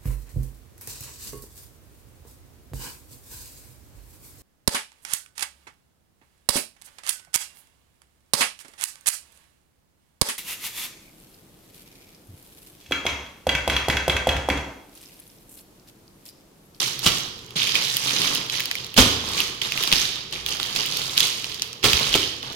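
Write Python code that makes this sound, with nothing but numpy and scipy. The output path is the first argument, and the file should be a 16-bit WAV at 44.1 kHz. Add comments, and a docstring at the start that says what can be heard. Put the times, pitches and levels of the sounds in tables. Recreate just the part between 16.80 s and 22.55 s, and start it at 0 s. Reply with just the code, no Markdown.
"""Stiff film buckling in a bare room

Packs of carry bags in stiff plastic wrap are patted, gripped, lifted and dropped on a table.
The film buckles in countless tiny clicks, made as random decaying noise bursts, and in single ringing snaps,
from faint ticks to loud cracks.
Landing packs slap (dense crackle) and thud (resonant noise and a decaying sine), and push out air.
Decaying noise makes the echo of the room, over a faint hum; two microphones clip on the hardest slaps."""
import sys
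import numpy as np
from scipy import signal
from scipy.fft import rfft, irfft, next_fast_len
from scipy.io import wavfile

SR = 44100
rng = np.random.default_rng(int(sys.argv[2]) if len(sys.argv) > 2 else 0)


def store_wav(level_fs):
    """Save 16-bit WAV to argv[1]."""
    pcm = np.round(np.clip(np.atleast_2d(level_fs), -1, 1) * 32767)
    wavfile.write(sys.argv[1], SR, pcm.T.astype(np.int16))


N = 253575

# Levels in the tables are relative within each source, unless stated.
# slow level of the hum: (time [s], level [dB])
HUM_LEVEL = [(0, -44.5), (0.7, -53.5), (2.2, -51), (4.0, -60.5), (5.75, -60)]
# hands or settling packs working the film: (start [s], rise [s], hold [s], effort [dB],
# crispness of the top treble [dB], weight of the sliding stack [dB])
STROKES = [(0.0, 0.00067, 0.031, -23.5, 6, -3.5), (0.213, 0.032, 0.12, -26, 4.5, -3),
           (0.753, 0.011, 0.18, -22.5, -6, -13.5), (0.938, 0.009, 0.011, -20.5, -7, -7),
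           (0.992, 0.031, 0.47, -27.5, 6, -7.5), (1.183, 0.093, 0.099, -24.5, -0.5, -4.5),
           (1.364, 0.055, 0.14, -23.5, -2, -0.5), (1.696, 0.042, 0.031, -25.5, -3.5, -6),
           (1.932, 0.044, .01, -33.5, -11, -8), (2.16, 0.026, 0.0063, -13, 0, 3),
           (2.376, 0.16, 0.072, -29, 1.5, 1.5), (2.561, 0.018, 0.0034, -24, 2, -3),
           (2.813, 0.0027, 0.034, -26.5, -8, -8), (2.88, .13, 0.084, -26.5, 1.5, 0),
           (3.117, .02, 0.078, -21, 0, -10), (3.272, .04, .07, -34.5, -14, -6),
           (3.522, 0.0038, .01, -28.5, -8, -4.5), (3.647, .045, 0.031, -27.5, -1, -5.5),
           (3.787, 0.027, 0.26, -29, -5, -7), (3.938, 0.023, 0.036, -25.5, -1, -4),
           (4.062, 0.055, 0.64, -29.5, 3.5, -3.5), (4.354, 0.027, 0.074, -22.5, 6, -10.5),
           (4.58, 0.055, 0.091, -35.5, -5, -14), (5.025, 0.011, 0.26, -19.5, -5, -2.5),
           (5.31, 0.018, 0.095, -23.5, -5, -7.5), (5.621, 0.0091, 0.091, -36.5, -9, 2)]
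# single creases snapping over, from faint ticks to loud cracks:
# (time [s], level [dB], ring frequency [Hz], crack level [dB])
CREASE_SNAPS = [(0.192, -18.5, 4250, -4), (0.5906, -28, 3800, -20), (0.7065, -27, 3420, -13),
                (0.7607, -24, 3470, -24), (0.8318, -9, 3330, -24), (0.8739, -10.5, 3230, -30),
                (0.9544, -5, 2870, -22), (1.168, -9, 3370, -5), (1.3066, -11, 3000, -18),
                (1.365, -10, 3840, -24), (1.417, -8, 2880, -21), (1.698, -10, 3770, -31),
                (1.7982, -15, 2860, -13), (1.8039, -10.5, 2870, -11), (1.856, -12.5, 4100, -11),
                (1.9126, -7, 2500, -33), (1.953, -13.5, 2360, -14), (2.0446, -19.5, 4970, -22),
                (2.1415, -21.5, 3210, -7), (2.6029, -4.5, 3040, -15), (2.818, -12, 2960, -18),
                (2.9206, -9, 2970, -22), (2.9753, -11, 2920, -15), (3.027, -13.5, 3060, -11),
                (3.0361, -10, 3050, -11), (3.0748, -8.5, 4200, -21), (3.1167, -5.5, 3300, -25),
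                (3.1258, 1, 3430, -26), (3.5252, -15, 3470, -26), (3.6622, -10, 3150, -16),
                (3.799, -13, 3710, -23), (3.8292, -11, 3560, -19), (3.8613, -18, 3440, -16),
                (3.961, -7.5, 3520, -22), (4.1704, -13, 5150, -6), (4.2164, -15, 3520, -19),
                (4.3772, 0, 3460, -19), (4.4048, -2.5, 3540, -15), (4.6434, -12.5, 3190, -21),
                (4.744, -20, 4500, -14), (4.796, -18, 3300, -33), (4.8202, -6.5, 5200, -31),
                (4.9297, -21, 5650, -22), (5.1317, -2, 3100, -17), (5.3404, -1.5, 3140, -33),
                (5.6278, -19, 3480, -24)]
# a palm, a finger or a pack lands:
# (time [s], slap level [dB], thud level [dB], thud frequency [Hz], rise [s], 60 dB fade [s])
LANDINGS = [(0.257, -9, -25.5, 516, 0.0063, 0.13), (0.757, -39, -33.5, 170, 0.0023, 0.12),
            (2.164, -21.5, -34, 250, .002, 0.12), (2.174, -1.5, -4.5, 252, 0.011, 0.11),
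            (2.598, -38, -31.5, 285, 0.004, 0.1), (3.122, -12, -23.5, 174, 0.0043, 0.074),
            (3.799, -29, -26, 1390, 0.00032, .02), (5.036, -7, -15.5, 440, 0.014, 0.13),
            (5.35, -10, -16, 330, 0.0019, 0.054)]
# air squeezed from under a pack: (time [s], level [dB], frequency [Hz], length [s])
AIR_PUFFS = [(0.282, -41, 70, .014), (2.218, -21.5, 58, 0.012), (3.628, -45, 58, 0.046),
             (5.152, -25, 69.6, 0.01), (5.315, -37, 45, 0.017)]
# low resonances of table and room: (frequency [Hz], level [dB], 60 dB decay [s])
BOOM_MODES = [(79, -3, 1.1), (108, -1, .7), (160, -8, .5), (250, -5, .7), (282, 0, .7), (371, -10, .7)]
# reverberation of the room: (frequency [Hz], 60 dB decay [s])
ROOM_DECAY = [(100, 0.33), (260, 0.77), (700, 0.69), (1840, 0.75), (4850, 0.84), (9000, 0.46), (15000, 0.5)]
# spectrum of the steady room air: (frequency [Hz], density [dB per Hz])
AIR_SPECTRUM = [(15, -60), (25, -12), (125, 2), (257, -8), (462, -1.5), (655, -21), (1060, -16),
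                (1310, -27), (2240, -22), (4150, -36), (15000, -38)]
# spectrum of the buckling film: (frequency [Hz], density [dB per Hz])
FILM_SPECTRUM = [(100, -48), (400, -13.5), (800, -11.5), (1200, -9), (1650, -8), (2300, -3), (3100, 2),
                 (4600, 0), (6400, -6), (7600, -14), (12000, -12), (16000, -22)]
# spectrum of the sliding stack of bags: (frequency [Hz], density [dB per Hz])
STACK_SPECTRUM = [(30, -2), (70, -24), (125, 7.5), (190, -0.5), (400, -1), (700, -5.5), (1200, 0.5),
                  (2200, -11.5), (5000, -93)]
# spectrum of the wrinkle ticks: (frequency [Hz], density [dB per Hz])
TICK_SPECTRUM = [(500, -26), (1500, 7), (3000, -5), (6500, 12), (8000, 2), (15000, -6.5)]
# spectrum of the slapped wrap: (frequency [Hz], density [dB per Hz])
SLAP_SPECTRUM = [(100, 2), (500, -7.5), (800, -12), (1200, -4.5), (1650, -10.5), (3100, -1), (5000, -6.5),
                 (7600, -13.5), (12000, -19.5), (16000, -19)]
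# treble difference between the microphones, before each one's share: (frequency [Hz], level [dB])
SHADE = [(1200, 0.67), (2300, 4.8), (8000, 10.3), (13000, 6.5)]

PORT_LAG = 0.000455  # typical lead of the left microphone [s]
TOP_HZ = 16050  # band limit of the recorder [Hz]
SAG_DB_PER_S, RELEASE_DB_PER_S = 21.5, 136  # effort falls slowly while held, fast once let go
REST_DB = -52  # effort of film left alone, which still creeps [dB]
FACET_TILT = 0.2  # dB per octave for each dB of crispness: taut film favours its small, high facets
SNAP_PAN_DB = -4.5  # left minus right [dB]
RANDOM_SNAPS_PER_S, RANDOM_SNAP_DB = 8, 0  # rate and relative level of further creases
RANDOM_SNAP_GROWS = 0.67  # dB per dB of effort
RANDOM_SNAP_HZ, RANDOM_CRACK_DB = 3680, -13  # typical ring [Hz] and relative crack level [dB]
BOOM_DB, BOOM_HZ = -19, 250  # boom over a thud of this pitch; higher thuds stir the table less


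def amp(db):
    """Level law: an amplitude gain is ten to the power of dB / 20."""
    return 10 ** (np.asarray(db) / 20)


def unit(x):
    """Normalisation: a signal divided by its root mean square has rms 1."""
    return x / np.sqrt(np.mean(x ** 2) + 1e-20)


def along(points, hz):
    """Logarithmic frequency scale: (Hz, value) points are joined by straight lines on it."""
    f, v = np.transpose(points)
    return np.interp(np.log(hz + 1), np.log(f), v)


def filtered(x, response):
    """Convolution theorem: the spectrum is multiplied by a complex response of frequency."""
    n = x.shape[-1]
    m = next_fast_len(n + SR // 8)
    return irfft(rfft(x, m) * response(np.fft.rfftfreq(m, 1 / SR)), m)[..., :n]


def coloured(x, points, size=4096):
    """Minimum phase: folding the cepstrum gives a causal filter of known spectrum, here of unit energy."""
    log_gain = np.log(amp(along(points, np.fft.rfftfreq(size, 1 / SR))))
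    cepstrum = irfft(log_gain)
    cepstrum[1:size // 2] *= 2
    cepstrum[size // 2 + 1:] = 0
    pulse = irfft(np.exp(rfft(cepstrum)))
    pulse = pulse / np.linalg.norm(pulse)
    return signal.fftconvolve(x, pulse[None], axes=1)[:, :x.shape[1]]


def resonance(f, hz, q):
    """Damped oscillator: the response of one mode peaks at its own frequency."""
    damping = 1j * f * hz / q
    return damping / (hz * hz - f * f + damping)


def pair(n, apart):
    """Partial coherence: two microphones share one white noise and each adds its own, of size apart."""
    return unit(rng.standard_normal(n) + apart * rng.standard_normal((2, n)))


def add(track, s, x):
    """Superposition: x is summed into the track from time s [s] on."""
    part = track[:, max(round(s * SR), 0):][:, :x.shape[-1]]
    part += x[..., :part.shape[1]]


def lagged(x, lag):
    """Time of arrival: the sound reaches the left microphone lag seconds before the right."""
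    return filtered(x, lambda f: np.exp(1j * np.pi * f * lag * np.array([[1], [-1]])))


def shaded(x):
    """Frequency-dependent level difference: the right microphone hears the treble louder."""
    def response(f):
        shade = along(SHADE, f)
        return amp([-.6 * shade, 0.29 * shade])
    return filtered(x, response)


def background():
    """Filtered noise: a broad spectrum is steady room air, a narrow resonance a wavering hum."""
    hum_times, hum_levels = np.transpose(HUM_LEVEL)
    hum_db = np.interp(np.arange(N) / SR, hum_times, hum_levels)
    hum = unit(filtered(pair(N, apart=0.17), lambda f: resonance(f, 124.9, q=16.5) ** 2))
    air = coloured(pair(N, apart=0.37), AIR_SPECTRUM)
    return amp(-48.5) * air + amp(hum_db) * hum


def handling():
    """Power addition: strokes swell, sag while held and die away; gives effort, crispness, weight [dB]."""
    start, rise, hold, db, crisp_db, weight_db = np.transpose(STROKES)[:, :, None]
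    t = np.arange(N) / SR - start
    sag_db = SAG_DB_PER_S * np.clip(t - rise, 0, hold)
    release_db = RELEASE_DB_PER_S * np.maximum(t - rise - hold, 0)
    power = (np.clip(t / rise, 0, 1) * amp(db - sag_db - release_db)) ** 2
    total = power.sum(0) + amp(REST_DB) ** 2
    # stronger strokes count for more in the character of the moment
    return 10 * np.log10(total), (power * crisp_db).sum(0) / total, (power * weight_db).sum(0) / total


def buckles(rate, spread_db, t60, apart=0.98):
    """Shot noise: short white bursts at random times, a few much larger than the rest, at rms 1."""
    size = amp(spread_db * np.minimum(rng.standard_normal(N), 2))
    starts = (rng.random(N) < rate / SR) * size
    power = signal.lfilter([1], [1, -amp(-120 / (t60 * SR))], starts ** 2)
    return unit(np.sqrt(power) * pair(N, apart))


def facets(crisp_db, count=7):
    """Small resonators: facets of different size and place click at their own pitch and moments."""
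    clicks, pitches = np.zeros((2, N)), np.geomspace(1800, 8000, count)
    for hz in pitches:
        stream = buckles(rate=150, spread_db=5.5, t60=.003)
        ringing = filtered(stream, lambda f: resonance(f, hz, q=4.5))
        share = amp(FACET_TILT * crisp_db * np.log2(hz / np.median(pitches)))
        clicks += share * lagged(ringing, PORT_LAG * rng.uniform(0.59, 1.115))
    return clicks


def crinkle(effort_db, crisp_db, weight_db):
    """Buckling and friction: film crackles over a finer rustle, and the stack of bags slides dully."""
    rustle = lagged(buckles(rate=1500, spread_db=4, t60=.005), PORT_LAG)
    crackle = unit(coloured(facets(crisp_db), FILM_SPECTRUM))
    film = unit(crackle + .65 * unit(coloured(rustle, FILM_SPECTRUM)))
    top = filtered(film, lambda f: f ** 4 / (f ** 4 + 7000 ** 4))
    film = film + top * (amp(0.49 * crisp_db + 2.5) - 1)
    sliding = buckles(rate=400, spread_db=3.5, t60=0.011, apart=0.42)
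    stack = lagged(coloured(sliding, STACK_SPECTRUM), 0.00022)
    # the stack follows the effort less than the film does
    return amp(effort_db - 2.5) * film + amp(0.75 * effort_db + 0.59 * weight_db - 17.5) * stack


def ticks(effort_db, crisp_db):
    """Sparse impulses: small wrinkles tick briefly and brightly, and persist when the hands slow down."""
    sparse = buckles(rate=110, spread_db=4, t60=.003)
    return amp(0.71 * effort_db + 0.48 * crisp_db - 20.0) * coloured(sparse, TICK_SPECTRUM)


def random_snaps(effort_db, count=80):
    """Random yielding: further creases give way, louder under effort; rows as in CREASE_SNAPS."""
    gaps, scatter = rng.uniform(.5, 1.5, count), rng.standard_normal((count, 3))
    times = np.cumsum(gaps) / RANDOM_SNAPS_PER_S
    rows = []
    for s, (a, b, c) in zip(times, scatter):
        if s * SR < N - 1:
            db = RANDOM_SNAP_DB + RANDOM_SNAP_GROWS * effort_db[int(s * SR)] + 2.3 * a
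            rows.append((s, db, RANDOM_SNAP_HZ * np.exp(0.17 * b), RANDOM_CRACK_DB + 4 * c))
    return rows


def snaps(effort_db):
    """Snap-through: a crease flips in a run of tiny buckles and rings its facet; near sound, room feed."""
    near, spread = np.zeros((2, 2, N))
    t = np.arange(SR // 40) / SR
    for s, db, hz, crack_db in list(CREASE_SNAPS) + random_snaps(effort_db):
        run = np.exp(-(t / .0019) ** 2) + .13 * amp(-60 * t / .025)
        burst = np.sign(pair(len(t), apart=0.91)) * run
        ring = filtered(burst, lambda f: resonance(f, hz, q=1.6) ** 2)
        body = unit(unit(ring) + 0.74 * unit(coloured(burst, FILM_SPECTRUM)))
        crack = filtered(burst * amp(-60 * t / 0.017), lambda f: f ** 4 / (f ** 4 + 7500 ** 4))
        snap = amp(db - 18.5) * (body + amp(crack_db + 7.5) * unit(crack))
        add(near, s + .0003, snap * amp([[SNAP_PAN_DB / 2], [-SNAP_PAN_DB / 2]]))
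        spread[:, round(s * SR)] = np.linalg.norm(snap[0] + snap[1]) / 2
    # summed over all directions, a snap has the even colour of the film
    return near, coloured(spread, FILM_SPECTRUM)


def landings():
    """Impact: the wrap slaps in a dense crackle while the soft pack thuds and sets the table booming."""
    slap, thud = np.zeros((2, 2, N))
    t = np.arange(SR) / SR
    for s, slap_db, thud_db, hz, rise, fade in LANDINGS:
        contact = (1 - np.exp(-t / rise)) * amp(-60 * t / fade)
        crackle = buckles(rate=3000, spread_db=1, t60=0.0042)[:, :len(t)]
        add(slap, s, amp(slap_db) * contact * crackle)
        noise = pair(len(t), apart=0.075)
        push = unit(filtered(noise, lambda f: resonance(f, hz, q=0.91) / (1 + 1j * f / 900)))
        flex = 2.9 * contact * np.sin(2 * np.pi * hz * t)  # the pack flexes for a few cycles
        # contact shapes the flexing twice, so that it starts more softly and fades sooner
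        add(thud, s, amp(thud_db) * contact * (1.07 * push + flex))
        boom = sum(amp(db - 60 * t / t60) * np.sin(2 * np.pi * (f * t + rng.random()))
                   for f, db, t60 in BOOM_MODES)
        boom_gain = amp(thud_db + BOOM_DB) * BOOM_HZ / hz
        add(thud, s, boom_gain * boom * (1 - np.exp(-t / 0.0022)))
    return coloured(slap, SLAP_SPECTRUM), thud


def puffs():
    """Displaced volume: a settling pack pushes out one soft swell of air."""
    t = np.arange(N) / SR
    air = np.zeros(N)
    for s, db, hz, length in AIR_PUFFS:
        swell = np.exp(-.5 * ((t - s) / length) ** 2)
        air += amp(db + 1.0) * swell * np.sin(2 * np.pi * hz * (t - s))
    return air


def room(x, count=12):
    """Reverberation: bare walls answer in decaying noise; the tail changes as hands and packs move."""
    out, centres = np.zeros((2, N)), np.linspace(0, N, count)
    for share in np.eye(count):
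        hz, t, z = signal.stft(rng.standard_normal((3, SR)), SR, nperseg=256)
        alike = 1 / (1 + (hz[:, None] / 600) ** 4)  # long waves reach both microphones alike
        z = np.sqrt(alike) * z[2] + np.sqrt(1 - alike) * z[:2]
        decay = amp(-60 * t / along(ROOM_DECAY, hz)[:, None]) * (1 - np.exp(-t / 0.0025))
        tail = signal.istft(z * decay, SR, nperseg=256)[1]
        tail = tail / np.linalg.norm(tail[0])
        part = x * np.sqrt(np.interp(np.arange(N), centres, share))  # crossfade between tails
        out += signal.fftconvolve(part, tail, axes=1)[:, :N]
    return out


def scene():
    """Direct and reflected sound: crinkling from one side, broad slaps from ahead, then wall and room."""
    still = background()
    effort_db, crisp_db, weight_db = handling()
    film = shaded(crinkle(effort_db, crisp_db, weight_db))
    wrinkles = shaded(ticks(effort_db, crisp_db))
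    snap, snap_spread = snaps(effort_db)
    slap, thud = landings()
    slap = shaded(slap)
    clicks = lagged(snap + wrinkles, 0.000411)
    low = (thud + puffs()) * amp([[.9], [-.9]])  # slightly louder on the left
    near = amp(2) * film + clicks + amp(3.0) * slap + low
    add(near, .0075, amp(-15) * clicks)  # bounce off the wall beside the table
    room_feed = amp(-2.5) * film + amp(-4.5) * slap + amp(-5.5) * shaded(snap_spread) + amp(-6.0) * thud
    return near + room(room_feed) + still


def record(dry):
    """Saturation: the microphone ports ring slightly, full scale clips, and the band is limited."""
    heard = filtered(dry, lambda f: 1 + 0.23 * resonance(f, 3184, q=6.9))
    return filtered(np.clip(heard, -1, 1), lambda f: f < TOP_HZ)


dry = scene()
out = record(dry)
store_wav(out)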